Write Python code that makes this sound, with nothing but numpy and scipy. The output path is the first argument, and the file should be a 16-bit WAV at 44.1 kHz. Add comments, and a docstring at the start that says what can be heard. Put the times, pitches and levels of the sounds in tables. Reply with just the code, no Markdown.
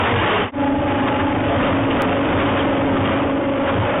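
"""A twin-shaft shredder tears up a bale of cloth, the microphone just above its steel hopper. A hard, bright
first bite, then the sound dips briefly to silence and the scene changes to the steady run: fibres snap in the
cutters, the hopper rumbles, strips rip, meshing gear teeth drone and whine, and cloth squeaks on the blades.
This close, the din overloads a narrow-band recorder, which flattens the peaks. A single sharp tick sounds just
after 2 s."""
import sys
import numpy as np
from scipy import signal
from scipy.fft import rfft, irfft
from scipy.io import wavfile

SR = 44100
rng = np.random.default_rng(int(sys.argv[2]) if len(sys.argv) > 2 else 0)


def master(y):
    """Save y as 16-bit WAV."""
    cut = np.clip(np.atleast_2d(y).T, -1, 1)
    pcm = np.round(cut * 32767)  # scale
    wavfile.write(sys.argv[1], SR, pcm.astype(np.int16))


N = 176400
T = np.arange(N) / SR
HZ = np.fft.rfftfreq(N, 1 / SR)


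def amp(db):
    """Decibels to gain."""
    return 10 ** (np.asarray(db) / 20)


def unit(x):
    """Scales to rms 1."""
    return x / np.sqrt(np.mean(abs(x) ** 2) + 1e-20)


def level(points):
    """Gain over time from rows of time_s, level_db."""
    return amp(np.interp(T, *np.transpose(points)))


def shape(x, points):
    """Filters x by rows of frequency_hz, gain_db."""
    hz, db = np.transpose(points)
    return irfft(rfft(x) * amp(np.interp(np.log(HZ + 1), np.log(hz), db)), N)


def colour(x, points):
    """Filters x, then scales it to rms 1."""
    return unit(shape(x, points))


def drift(rate_hz):
    """Smooth random wander up to about rate_hz, at rms 1."""
    return unit(irfft(rfft(rng.standard_normal(N)) / np.sqrt(1 + (HZ / rate_hz) ** 6), N))


def swell(peak_s, half_length_s):
    """A bell-shaped rise and fall."""
    return np.exp(-2 * ((T - peak_s) / half_length_s) ** 2)


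def low_pass(x, hz, taps):
    """Steep band limit."""
    return signal.oaconvolve(x, signal.firwin(taps, hz, window=("kaiser", 8), fs=SR), "same")


def fibres(snaps_per_s=900, spread_db=3, snap_share=0.36):
    """Fibres give way in countless small snaps over the rub of cloth on steel."""
    sizes = amp(spread_db * np.minimum(rng.exponential(1, N), 4)) * rng.choice([-1, 1], N)
    snaps = unit(sizes * (rng.random(N) < snaps_per_s / SR))
    return np.sqrt(snap_share) * snaps + np.sqrt(1 - snap_share) * rng.standard_normal(N)


def folding(x, depth_db=2.5, patch_hz=49, patch_s=.1):
    """As the cloth folds, short-lived peaks and valleys wander over its spectrum."""
    hz, t, spectra = signal.stft(x, SR, nperseg=2048, noverlap=1536)
    across = np.fft.fftfreq(len(hz), hz[1])[:, None] * patch_hz
    along = np.fft.fftfreq(len(t), t[1]) * patch_s
    blur = np.exp(-2 * (across ** 2 + along ** 2))
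    patches = np.fft.ifft2(np.fft.fft2(rng.standard_normal(spectra.shape)) * blur).real
    _, folded = signal.istft(spectra * amp(depth_db * unit(patches)), SR, nperseg=2048, noverlap=1536)
    return unit(folded[:N])


BITE_ENDS_S = 0.5152
# Cutters biting the tight bale, then churning loose cloth: frequency_hz, gain_db
BITE_SPECTRUM = [(30, -31), (120, -8), (220, 6), (450, 2.5), (600, 2), (850, 3.5), (1250, 0.5), (1450, -4),
                 (1850, -4), (2300, -6), (3000, -6.5), (3800, -23.5)]
CHURN_SPECTRUM = [(30, -25), (130, -5), (220, 2.5), (340, 3.5), (430, 0), (560, 2), (720, -2.5), (1200, -4),
                  (1550, -11), (2400, -13.5), (3100, -15), (3800, -30)]
# Tearing, straight up out of the hopper: time_s, level_db
TEAR_LEVEL = [(0, -10), (.15, -13), (.3, -9.5), (.42, -11.5), (.55, -20), (.8, -22.5), (.95, -18.5),
              (1.2, -17.5), (1.42, -18.5), (1.64, -11.5), (1.85, -17), (2.03, -13.5), (2.2, -16.5),
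              (2.45, -12), (2.8, -18), (3.1, -14.5), (3.35, -21.5), (3.55, -21.5), (3.75, -17), (4, -17.5)]
def cutters(angle):
    """Continuous tearing: bright in the first bite, duller after, pulsing with the shaft."""
    cloth = folding(fibres())
    tear = np.where(T < BITE_ENDS_S, colour(cloth, BITE_SPECTRUM), colour(cloth, CHURN_SPECTRUM))
    uneven_feed_db = 0.36 * drift(rate_hz=45)
    pulse_db = np.cos(angle) + 1.2 * np.cos(2 * angle)  # once and twice a turn
    return tear * unit(amp(uneven_feed_db + pulse_db)) * level(TEAR_LEVEL)


# The steel body, just below the microphone: frequency_hz, gain_db
RUMBLE_SPECTRUM = [(20, -31.5), (55, -26.5), (78, -9.5), (96, 1.5), (118, -4), (150, -15.5), (300, -41.5)]
# Its rumble and its groan: time_s, level_db
RUMBLE_LEVEL = [(0, -20), (.2, -15.5), (.32, -27.5), (.45, -22), (.72, -29), (.8, -21), (.92, -26),
                (1.2, -27.5), (1.4, -23), (1.6, -20.5), (1.8, -19.5), (2.1, -29), (2.32, -20), (2.7, -23.5),
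                (3.1, -21.5), (3.45, -31.5), (3.7, -26), (3.8, -17.5), (4, -36)]
GROAN_LEVEL = [(0, -25), (.15, -20.5), (.22, -34), (.5, -38), (.6, -67)]
def hopper(groan_hz=474, width_hz=7.7):
    """The steel body rumbles in lumps, and groans during the first bite."""
    waver = drift(width_hz / 2) + 1j * drift(width_hz / 2)
    groan = unit((waver * np.exp(2j * np.pi * groan_hz * T)).real)
    rumble = colour(rng.standard_normal(N), RUMBLE_SPECTRUM)
    return rumble * level(RUMBLE_LEVEL) + groan * level(GROAN_LEVEL)


# Single strips ripping down in the hopper: peak_s, half_length_s, level_db
RIPS = [(0.08, 0.028, -12), (0.318, 0.055, -12.5), (0.612, 0.022, -23), (0.681, 0.014, -22.5),
        (0.902, .04, -22), (0.999, 0.014, -22), (1.082, 0.015, -13), (1.208, 0.021, -17),
        (1.647, 0.093, -25), (2.015, 0.035, -18), (2.408, 0.039, -13.5), (2.597, 0.051, -19),
        (3.09, 0.013, -22), (3.172, 0.026, -26), (3.689, .035, -17.5), (3.768, 0.017, -23.5),
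        (3.905, 0.074, -24)]
# A rip at close range: frequency_hz, gain_db
RIP_SPECTRUM = [(100, -21), (400, -2), (800, -1), (1250, 3.5), (1700, -1), (2800, -10.5), (3800, -18.5)]
def rips():
    """A strip pulls taut and parts in a short swell of snaps."""
    swells = sum(amp(db) * swell(peak_s, half_length_s) for peak_s, half_length_s, db in RIPS)
    return swells * colour(fibres(), RIP_SPECTRUM)


def tooth_mesh(angle, orders, flutter_depth=0.24, flutter_hz=7.9):
    """A tooth-mesh tone with sidebands a shaft turn apart; each flutters with the load."""
    shredded = np.interp(T, (1.4, 2.3), [0, 1])  # the bale turns to shreds between these seconds
    tones = np.zeros(N)
    for order, whole_db, shreds_db in orders:
        flutter = unit(1 + flutter_depth * (drift(flutter_hz) + 1j * drift(flutter_hz)))
        tone = flutter * np.exp(1j * (order * angle + 2 * np.pi * rng.random()))
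        tones += np.sqrt(2) * tone.real * amp(whole_db + (shreds_db - whole_db) * shredded)
    return tones


# An 11-tooth pinion's first three mesh harmonics, with sidebands: shaft_order, whole_bale_db, shreds_db
DRONE = [(9, -38, -32), (10, -26.5, -41.5), (11, -20, -20), (12, -24.5, -26.5), (13, -36, -32),
         (14, -39, -35.5)]
WHINE = [(21, -41.5, -37), (22, -31, -23.5), (23, -27, -30), (24, -31, -29.5)]
HIGH_WHINE = [(33, -31.5, -27.5), (34, -26.5, -28), (35, -32.5, -37)]
# Each group's rise and fall at the microphone, faint in the first bite: time_s, gain_db
DRONE_GAIN = [(.47, -20.5), (.53, 5), (.75, 1), (.85, -3), (.97, -1.5), (1.4, -0.5), (1.7, -2.5),
              (1.9, 3.5), (2.05, -2.5), (2.35, 3.5), (2.5, 0.5), (2.75, -0.5), (2.95, 3), (3.2, -2),
              (3.33, -1), (3.52, -5.5), (3.63, -3.5), (3.87, -13), (4, -11.5)]
WHINE_GAIN = [(.47, -16.5), (.55, 2), (.8, 2), (1.2, -3.5), (1.7, 0), (1.93, -8.5), (2.15, 1), (2.33, -3.5),
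              (2.48, -0.5), (2.62, -1.5), (2.93, 2), (3.08, -3.5), (3.3, -2.5), (3.5, -3.5), (3.62, 0),
              (4, -1.5)]
HIGH_WHINE_GAIN = [(.5, -16), (.65, 5.5), (.8, -1.5), (.95, 0), (1.25, 1), (1.55, -7.5), (2.2, -8.5),
                   (3, -6), (3.55, -10.5), (3.85, -6.5)]
def gears(angle):
    """The gearbox drones and whines; the high whine gives way to the lower as the bale breaks up."""
    drone = tooth_mesh(angle, DRONE) * level(DRONE_GAIN)
    whine = tooth_mesh(angle, WHINE) * level(WHINE_GAIN)
    high_whine = tooth_mesh(angle, HIGH_WHINE) * level(HIGH_WHINE_GAIN)
    return drone + whine + high_whine


# Cloth squeaking down among the blades: peak_s, half_length_s, pitch_hz, level_db
SQUEAKS = [(1.533, .06, 685, -22), (1.909, 0.01, 2920, -21.5), (2.456, 0.035, 3150, -29),
           (2.603, 0.018, 3140, -22), (3.057, 0.045, 3140, -32.5)]
def squeaks(relative_width=0.076):
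    """Cloth slips over a blade with a brief, fuzzy pitch."""
    rub = rfft(rng.standard_normal(N))
    slips = np.zeros(N)
    for peak_s, half_length_s, pitch_hz, db in SQUEAKS:
        band = np.exp(-((HZ / pitch_hz - 1) / relative_width) ** 2)
        slips += amp(db) * swell(peak_s, half_length_s) * unit(irfft(rub * band, N))
    return slips


SHAFT_HZ, SHAFT_WANDER = 24.87, 0.004002
def scene():
    """The shredder in mono from just above the hopper; one motor shaft drives cutters and gears."""
    turns_per_s = SHAFT_HZ * (1 + SHAFT_WANDER * drift(rate_hz=3))
    angle = 2 * np.pi * np.cumsum(turns_per_s) / SR
    return (cutters(angle) + hopper() + rips() + gears(angle) + squeaks())[None]


def tick(start_s=2.0208, gain_db=-8.5, decay_s=.0001):
    """One sharp tick, just after 2 s."""
    age = np.maximum(T - start_s, 0)
    return amp(gain_db) * (age > 0) * (1 - age / decay_s) * np.exp(-age / decay_s)


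CEILING_DB, KNEE_HARDNESS, FADE_S = -15, 6, .098
# Response of the recorder behind the microphone: frequency_hz, gain_db
RECORDER_RESPONSE = [(5, -12), (25, 1), (60, -0.5), (3200, 0), (3450, -1.5), (3750, -3.5)]
def record(dry):
    """Heavy overload, a telephone-wide band, a quick fade out and in where the scene changes, and the tick."""
    drive = dry[0] / amp(CEILING_DB)
    flattened = amp(CEILING_DB) * drive / (1 + abs(drive) ** KNEE_HARDNESS) ** (1 / KNEE_HARDNESS)
    narrow = low_pass(shape(flattened, RECORDER_RESPONSE), hz=3740, taps=601)
    fade = np.minimum(abs(T - BITE_ENDS_S) / FADE_S, 1)
    return low_pass(narrow * fade + tick(), hz=16000, taps=301)[None]


dry = scene()
out = record(dry)
master(out)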